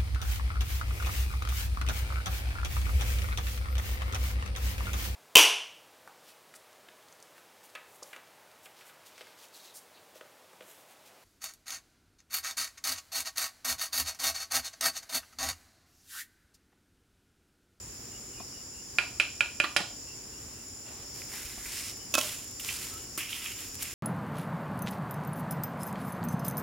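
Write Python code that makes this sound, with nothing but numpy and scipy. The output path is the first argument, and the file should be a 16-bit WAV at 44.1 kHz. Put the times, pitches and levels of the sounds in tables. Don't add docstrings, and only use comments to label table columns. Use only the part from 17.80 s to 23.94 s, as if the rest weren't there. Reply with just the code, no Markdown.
import sys
import numpy as np
from scipy import signal
from scipy.fft import rfft, irfft
from scipy.io import wavfile

SR = 44100
rng = np.random.default_rng(int(sys.argv[2]) if len(sys.argv) > 2 else 0)


def wav_out(sig):
    wavfile.write(sys.argv[1], SR, np.round(np.clip(np.atleast_2d(sig).T, -1, 1) * 32767).astype(np.int16))


N = 270774
TIME_S, FREQ_HZ = np.arange(N) / SR, np.fft.rfftfreq(N, 1 / SR)
CLOSE_S = 3.34


def gain_of(db):
    return 10 ** (np.asarray(db) / 20)


def unit_rms(x):
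    return x / np.sqrt(np.mean(x ** 2) + 1e-20)


def curve(points, hz=FREQ_HZ):
    point_hz, value = np.transpose(points)
    return np.interp(np.log(hz + 1), np.log(point_hz + 1), value)


def add(mix, start_s, sound):
    part = mix[..., round(start_s * SR):][..., :sound.shape[-1]]
    part += sound[..., :part.shape[-1]]


def stereo_noise(gain, correlation):
    left, other = rfft(rng.standard_normal((2, N)))
    correlation = np.clip(correlation, -1, 1)
    right = correlation * left + np.sqrt(1 - correlation ** 2) * other
    return unit_rms(irfft(np.array([left, right]) * gain, N))


def wander(hz):
    return unit_rms(irfft(rfft(rng.standard_normal(N)) / (1 + (FREQ_HZ / hz) ** 4), N))


def grit(spectrum, correlation, per_s, spread_db):
    ticks = (rng.random(N) < per_s / SR) * rng.standard_normal(N)
    ticks *= gain_of(spread_db * np.minimum(rng.exponential(1, N), 4))
    side = np.roll(ticks, 2) * rng.standard_normal(N) * np.sqrt((1 - correlation) / (1 + correlation))
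    return unit_rms(irfft(rfft([ticks + side, ticks - side]) * gain_of(curve(spectrum)), N))


def bursts(rows):
    t, envelope = np.arange(SR // 2) / SR, np.zeros(N)
    for start_s, level_db, rise_s, t60_s in rows:
        decay_db = 60 * np.maximum(t - rise_s, 0) / t60_s
        add(envelope, start_s, np.minimum(t / rise_s, 1) * gain_of(level_db - decay_db))
    return envelope


def ring(modes, damping, rise_s, scatter_db):
    t = np.arange(SR // 4) / SR
    spot = rng.standard_normal((len(modes), 2))
    sound = np.zeros(len(t))
    for (pitch_hz, level_db, t60_s), (weight, detune) in zip(modes, spot):
        envelope = gain_of(level_db + scatter_db * weight - 60 * damping * t / t60_s)
        sound += envelope * np.sin(2 * np.pi * pitch_hz * (1 + 0.006 * detune) * (t - rise_s))
    return sound * np.minimum(t / rise_s, 1) ** 2


def resonate(x, pitch_hz, width_hz):
    carrier = np.exp(2j * np.pi * np.cumsum(pitch_hz) / SR)
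    pole = np.exp(-np.pi * width_hz / SR)
    return 2 * (carrier * signal.lfilter([(1 - pole) ** 2], np.poly([pole, pole]), x / carrier)).real


def pan_right(x, treble_db, shape=FREQ_HZ ** 2 / (FREQ_HZ ** 2 + 650 ** 2)):
    tilt_db = treble_db * shape
    return irfft(rfft(x) * gain_of(np.array([-tilt_db, tilt_db]) / 2), N)


# freq_hz, density_db
AIR_SPECTRUM = [(20, -21), (45, -2), (70, 1.5), (115, 1), (160, -8), (260, -2.5), (400, -6.5), (600, -14),
                (1200, -15.5), (2700, -17.5), (3800, -22), (8700, -18), (12000, -24.5), (15700, -19.5)]
# freq_hz, correlation
AIR_CORRELATION = [(30, 1), (120, 0.98), (400, 0.81), (1500, 0.17), (4000, 0.37), (15000, 0.11)]
def air():
    level_db = -49 + 0.82 * wander(hz=1.54)
    return gain_of(level_db) * stereo_noise(gain_of(curve(AIR_SPECTRUM)), curve(AIR_CORRELATION))


# centre_hz, width_hz, level_db, throb_hz, throb_depth
CHORUSES = [(5373, 920, -50, 31, 0.06), (7107, 570, -48.5, 98, 0.078), (7103, 96, -55.5, 13, 0.39),
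            (6590, 230, -61.5, 100, 0.3), (10170, 1450, -60, 115, .2)]
def insects(near_trees_db=1.5):
    out = np.zeros((2, N))
    for centre_hz, width_hz, level_db, throb_hz, throb_depth in CHORUSES:
        rate_hz = throb_hz * (1 + 0.13 * wander(hz=8.2))
        throb = 1 + throb_depth * np.sin(2 * np.pi * np.cumsum(rate_hz) / SR)
        band = (1 + 1.33 * ((FREQ_HZ - centre_hz) / width_hz) ** 2) ** -2
        out += gain_of(level_db + 1.1 * wander(hz=2.44)) * throb * stereo_noise(band, correlation=0.13)
    return out * gain_of(near_trees_db * (TIME_S > CLOSE_S))


# start_s, length_s, pitch_hz, level_db
BIRD_NOTES = [(0.296, 0.1, 2860, -60), (0.502, 0.15, 2860, -58), (0.561, 0.075, 2480, -54),
              (0.704, 0.14, 2870, -59), (0.917, 0.14, 2800, -59), (2.241, 0.14, 2760, -56),
              (2.499, 0.12, 2820, -62.5), (2.71, 0.17, 2740, -64), (3.025, 0.11, 2730, -59),
              (4.175, 0.11, 3000, -59), (5.082, 0.26, 2900, -61), (5.084, .13, 1300, -53.5)]
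def bird(width_ratio=0.044):
    out = np.zeros((2, N))
    for start_s, length_s, pitch_hz, level_db in BIRD_NOTES:
        size = round(length_s * SR)
        band = np.exp(-((FREQ_HZ - pitch_hz) / (width_ratio * pitch_hz)) ** 2)
        whistle = stereo_noise(band, correlation=0.7)[:, :size]
        add(out, start_s, gain_of(level_db) * signal.windows.tukey(size, 0.8) * whistle)
    return out


# start_s, level_db, rise_s, t60_s
BED_KNOCKS = [(.597, -39, 0.0055, 0.093), (2.003, -33, 0.0018, 0.062), (3.53, -48.5, 0.0036, 0.16),
              (3.775, -45, 0.003, 0.051)]
# freq_hz, density_db
KNOCK_SPECTRUM = [(80, -17), (200, 4), (330, -1), (520, -13), (750, 3), (920, -5), (1100, -4), (1500, -24),
                  (2600, -23), (4000, -22), (12000, -34)]
def knocks():
    return bursts(BED_KNOCKS) * stereo_noise(gain_of(curve(KNOCK_SPECTRUM)), correlation=0.83)


# start_s, ring_db, crack_db, thud_db, crack_t60_s, damping_ratio, bend_db, twist_db
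BRICK_TAPS = [(1.185, -11.5, -23.5, -34, 0.027, 0.93, 2, 4), (1.3991, -10, -26, -34, 0.074, 1.26, -3.5, 0),
              (1.6067, -10, -28, -36, 0.04, 1.22, 1.5, -1),
              (1.8005, -13, -22, -28.5, 0.021, 0.86, 0.5, 4.5),
              (1.9636, -13, -15.5, -29.5, 0.047, 1.2, -1, 8)]
# pitch_hz, level_db, base_t60_s
BRICK_MODES = [(1426, -14, 0.082), (1520, -20, 0.037), (1654, -18.5, 0.051), (1776, -21, 0.05),
               (1940, -25, 0.07), (2380, -20, 0.055), (2406, -3, 0.035), (2460, -16, 0.057),
               (2590, -8.5, 0.034), (2666, -16, 0.053), (2970, -9, 0.019), (3240, -12, 0.021),
               (4020, -14.5, 0.017), (5200, -33, 0.0079)]
# pitch_hz, level_db, t60_s
BED_MODES = [(156, -11, 0.051), (321, -6.5, 0.12), (384, -13.5, 0.048), (590, -3, 0.077),
             (704, -9.5, 0.044), (963, -4, 0.046), (1204, -0.5, 0.028)]
# freq_hz, density_db
CRACK_SPECTRUM = [(200, -45), (700, -10), (1200, -11), (1800, -2), (2600, 0.5), (3700, -5), (5100, -5.5),
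                  (6200, -15.5), (10000, -16.5), (12000, -30), (16000, -36)]
# start_s, level_db, rise_s, t60_s
CLUNKS = [(1.8385, -23.5, 0.0017, 0.071), (2.004, -37, 0.0015, 0.046)]
# freq_hz, density_db
CLUNK_SPECTRUM = [(100, -36), (310, -10), (450, -22), (800, -13), (1000, -9.5), (1430, 3), (1600, -11),
                  (1880, 1), (2200, -13), (3500, -13), (4400, -11), (5300, -28), (14000, -40)]
def brick(bend_top_hz=1700, twist_top_hz=2100):
    body, cracks = np.zeros(N), []
    for start_s, ring_db, crack_db, thud_db, crack_t60_s, damping, bend_db, twist_db in BRICK_TAPS:
        modes = [(hz, db + bend_db * (hz < bend_top_hz) + twist_db * (bend_top_hz <= hz < twist_top_hz),
                  t60_s) for hz, db, t60_s in BRICK_MODES]
        add(body, start_s, gain_of(ring_db) * ring(modes, damping, rise_s=0.000906, scatter_db=1))
        add(body, start_s, gain_of(thud_db) * ring(BED_MODES, damping=1, rise_s=0.00088, scatter_db=1))
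        cracks.append((start_s, crack_db, 0.0006, crack_t60_s))
    crack = bursts(cracks) * stereo_noise(gain_of(curve(CRACK_SPECTRUM)), correlation=0.95)
    clunk = bursts(CLUNKS) * stereo_noise(gain_of(curve(CLUNK_SPECTRUM)), correlation=0.96)
    direct = body + crack + clunk
    tail = yard_tail(direct + gain_of(-5.5) * crack, correlation=0.64)
    return pan_right(direct, treble_db=7.5) + echoes(direct) + gain_of(-7.5) * pan_right(tail, 3)


# delay_s, left_gain, right_gain
REFLECTIONS = [(.0046, 0.04, 0.051), (.0078, 0.058, 0.098), (0.021, 0.029, 0.029), (.039, .07, .08),
               (.053, 0.066, 0.074)]
def echoes(x):
    out = np.zeros((2, N))
    for delay_s, left_gain, right_gain in REFLECTIONS:
        add(out, delay_s, x * np.array([[left_gain], [right_gain]]))
    return out


# freq_hz, t60_s
YARD_DECAY = [(150, 0.12), (600, 0.51), (1500, 0.29), (2500, 0.35), (5000, 0.44), (12000, 0.28)]
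def yard_tail(x, correlation):
    hz, t, bands = signal.stft(stereo_noise(1, correlation)[:, :SR // 2], SR, nperseg=256)
    envelope = gain_of(-60 * t / curve(YARD_DECAY, hz)[:, None]) * np.minimum(t / 0.0035, 1)
    response = signal.istft(bands * envelope, SR, nperseg=256)[1]
    return signal.fftconvolve(x.mean(0)[None], response / np.linalg.norm(response[0]), axes=1)[:, :N]


# start_s, level_db, rise_s, t60_s
FOOTFALLS = [(2.35, -58, 0.033, 0.21), (2.6, -64, 0.03, 0.32), (3.04, -50.5, 0.043, 0.91),
             (3.19, -57, 0.012, 0.32), (3.381, -53, 0.0015, 0.038)]
# freq_hz, density_db
SOIL_SPECTRUM = [(100, -11), (300, 2), (700, 5), (1500, -1.5), (3000, -1), (8000, -10), (16000, -13)]
def steps():
    return bursts(FOOTFALLS) * grit(SOIL_SPECTRUM, correlation=0.59, per_s=4300, spread_db=2)


def blade_speed(start_s, rise_s, end_s, release_t60_s, swell_db_per_s):
    attack = np.clip((TIME_S - start_s) / rise_s, 0, 1)
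    pushed_s = np.clip(TIME_S, start_s + rise_s, end_s) - start_s - rise_s
    release_db = 60 * np.maximum(TIME_S - end_s, 0) / release_t60_s
    return attack * gain_of(swell_db_per_s * pushed_s - release_db)


# start_s, rise_s, end_s, release_t60_s, hiss_db, swish_db, rasp_db,
# swell_db_per_s, pitch_hz, glide_hz_per_s
BLADE_STROKES = [(3.338, 0.012, 3.42, 0.42, -53, -60, -63, 4, 2220, 0),
                 (3.48, 0.065, 3.88, .3, -45, -56, -41.5, -24, 1980, -400),
                 (3.82, 0.16, 4.105, .16, -42.5, -41.5, -40, -38, 2130, 1000),
                 (4.385, 0.023, 4.53, 0.54, -39.5, -47.5, -39, -24, 2800, 0),
                 (4.81, .075, 5.09, .4, -39.5, -44, -40.5, -31, 2660, -800),
                 (5.13, 0.063, 5.2, 0.27, -58, -66, -61, -3, 2570, -6),
                 (5.373, 0.011, 5.46, 0.22, -42.5, -63, -31.5, -63, 2320, 1199),
                 (5.48, 0.029, 5.72, 0.24, -45, -55, -39.5, 2, 2820, -1600),
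                 (5.75, .04, 5.85, 0.46, -47, -71, -48, -10, 2640, 0),
                 (5.979, 0.034, 6.18, .3, -43.5, -51, -40.5, -47, 2400, 0)]
# freq_hz, density_db
SAND_SPECTRUM = [(200, -6.5), (600, -11.5), (1500, -1.5), (3000, 0.5), (4500, -1.5), (7000, -1),
                 (10000, 1.5), (13000, -2), (16000, -6.5)]
# freq_hz, density_db
SPATTER_SPECTRUM = [(150, -20), (500, -19), (1000, -2), (2000, -9), (2800, 0), (4000, -2), (6500, 2),
                    (8500, -7), (10500, -4.5), (12000, -11.5), (16000, -7.5)]
# freq_hz, density_db
SWISH_SPECTRUM = [(500, -40), (3000, -11), (4200, -3), (5500, 0), (6500, -4.5), (8500, -3), (16000, -25)]
# pitch_ratio, width_hz, level_db
BLADE_MODES = [(.5, 220, -4.5), (.72, 400, -7), (.89, 455, 1.5), (1.0, 440, 3), (1.14, 600, 2),
               (1.35, 700, -5), (2.1, 2500, -32)]
# start_s, level_db, rise_s, t60_s
GRIT_CATCHES = [(3.418, -44.5, .002, 0.023), (3.533, -49, 0.0022, .05), (3.856, -50, .003, 0.11),
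                (4.412, -38, 0.0009, 0.036), (4.797, -44.5, .002, 0.091), (4.887, -34.5, 0.0018, 0.078),
                (5.400, -35.5, 0.002, 0.041), (5.527, -38, 0.003, 0.056), (5.6585, -32, 0.0015, 0.022)]
def scrape():
    hiss, swish, rasp, weighted_hz, total_speed = np.zeros((5, N))
    for (start_s, rise_s, end_s, release_t60_s, hiss_db, swish_db, rasp_db,
         swell_db_per_s, pitch_hz, glide_hz_per_s) in BLADE_STROKES:
        speed = blade_speed(start_s, rise_s, end_s, release_t60_s, swell_db_per_s) + 1e-9
        hiss += gain_of(hiss_db) * speed
        swish += gain_of(swish_db) * speed
        rasp += gain_of(rasp_db) * speed
        weighted_hz += speed * (pitch_hz + glide_hz_per_s * (np.clip(TIME_S, start_s, end_s) - start_s))
        total_speed += speed
    blade_hz = weighted_hz / total_speed
    stick_slip = gain_of(1.04 * wander(hz=70))
    fine = grit(SAND_SPECTRUM, correlation=0.75, per_s=12000, spread_db=-1.5)
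    coarse = grit(SPATTER_SPECTRUM, correlation=1, per_s=350, spread_db=3.5)
    wet = grit(SWISH_SPECTRUM, correlation=0.96, per_s=3000, spread_db=0)
    mortar = stick_slip * (hiss * (gain_of(1.5) * fine + gain_of(-7) * coarse) + swish * wet)
    grains = grit(SAND_SPECTRUM, correlation=0.96, per_s=2000, spread_db=-0.2)
    steel = unit_rms(sum((-1) ** k * gain_of(level_db) * resonate(grains, ratio * blade_hz, width_hz)
                         for k, (ratio, width_hz, level_db) in enumerate(BLADE_MODES)))
    steel *= gain_of(-7.5) * rasp * stick_slip + bursts(GRIT_CATCHES)
    return pan_right(mortar, treble_db=0.5) + pan_right(steel, treble_db=4)


# freq_hz, density_db
LOOSE_SAND_SPECTRUM = [(300, -19), (1500, -4.5), (4000, -5), (7000, 0), (10000, 0.5), (13000, 0),
                       (16000, -6)]
def crumbs():
    ticks = grit(LOOSE_SAND_SPECTRUM, correlation=0.7, per_s=430, spread_db=5)
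    return gain_of(-57.5) * (TIME_S > CLOSE_S) * ticks


# start_s, level_db
HEAP_SLUMPS = [(3.644, -41), (3.77, -39.5), (3.85, -43)]
# pitch_hz, level_db, base_t60_s
GROUND_MODES = [(47.7, 1.5, 0.2), (74.6, -7, 0.088)]
def slumps():
    out = np.zeros(N)
    for start_s, level_db in HEAP_SLUMPS:
        thud = ring(GROUND_MODES, damping=0.95, rise_s=0.011, scatter_db=-2)
        add(out, start_s, gain_of(level_db) * thud)
    return out


# pitch_hz, level_db, base_t60_s
TROWEL_MODES = [(261, -17.5, 0.082), (310, -13, 0.069), (410, -24, 0.042), (601, -6.5, 0.034),
                (1110, -11, 0.04), (1320, -8.5, 0.063), (1570, -12, 0.037), (2590, -7.5, 0.061)]
def impacts(rows, grains):
    out = np.zeros((2, N))
    for start_s, spray_db, thump_db, rise_s, t60_s in rows:
        out += bursts([(start_s, spray_db, rise_s, t60_s)]) * grains
        thump = ring(TROWEL_MODES, damping=0.93, rise_s=rise_s, scatter_db=5)
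        add(out, start_s, gain_of(thump_db) * thump)
    return out


# start_s, spray_db, thump_db, rise_s, t60_s
TIP_STABS = [(3.855, -42, -60, .005, .1), (4.794, -37, -66, 0.0036, 0.13),
             (5.3748, -30, -30.5, 0.0031, 0.12), (6.017, -30, -49, 0.0089, 0.054)]
def stabs():
    return impacts(TIP_STABS, grit(LOOSE_SAND_SPECTRUM, correlation=0.83, per_s=10000, spread_db=3.5))


# start_s, spray_db, thump_db, rise_s, t60_s
MORTAR_SLAPS = [(4.3394, -19.5, -27, 0.0011, 0.048), (4.3514, -14.5, -21.5, 0.0013, 0.0086),
                (4.373, -30, -31, .002, 0.043), (4.3799, -22, -17.5, 0.0016, 0.042),
                (4.387, -24, -29.5, 0.00232, 0.021), (4.412, -23.5, -50, 0.00032, 0.016),
                (4.442, -32.5, -42, 0.0033, 0.055)]
def slap():
    spatter = grit(SPATTER_SPECTRUM, correlation=0.83, per_s=22000, spread_db=-0.5)
    return pan_right(impacts(MORTAR_SLAPS, spatter), treble_db=6)


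def trowel(top_hz=11200):
    direct = scrape() + crumbs() + slumps() + stabs() + slap()
    top_band = 1 / (1 + np.exp((top_hz - FREQ_HZ) / 800))
    direct = pan_right(direct, treble_db=5.5, shape=top_band)
    return direct + gain_of(-12) * yard_tail(direct, correlation=0.8)


def scene():
    return air() + insects() + bird() + knocks() + brick() + steps() + trowel()


def record(dry):
    ceiling, cutoff_hz = 0.5, 16000
    lowpass = signal.firwin(401, cutoff_hz, window=("kaiser", 9), fs=SR)
    return signal.oaconvolve(ceiling * np.tanh(dry / ceiling), lowpass[None], "same")


dry = scene()
out = record(dry)
wav_out(out)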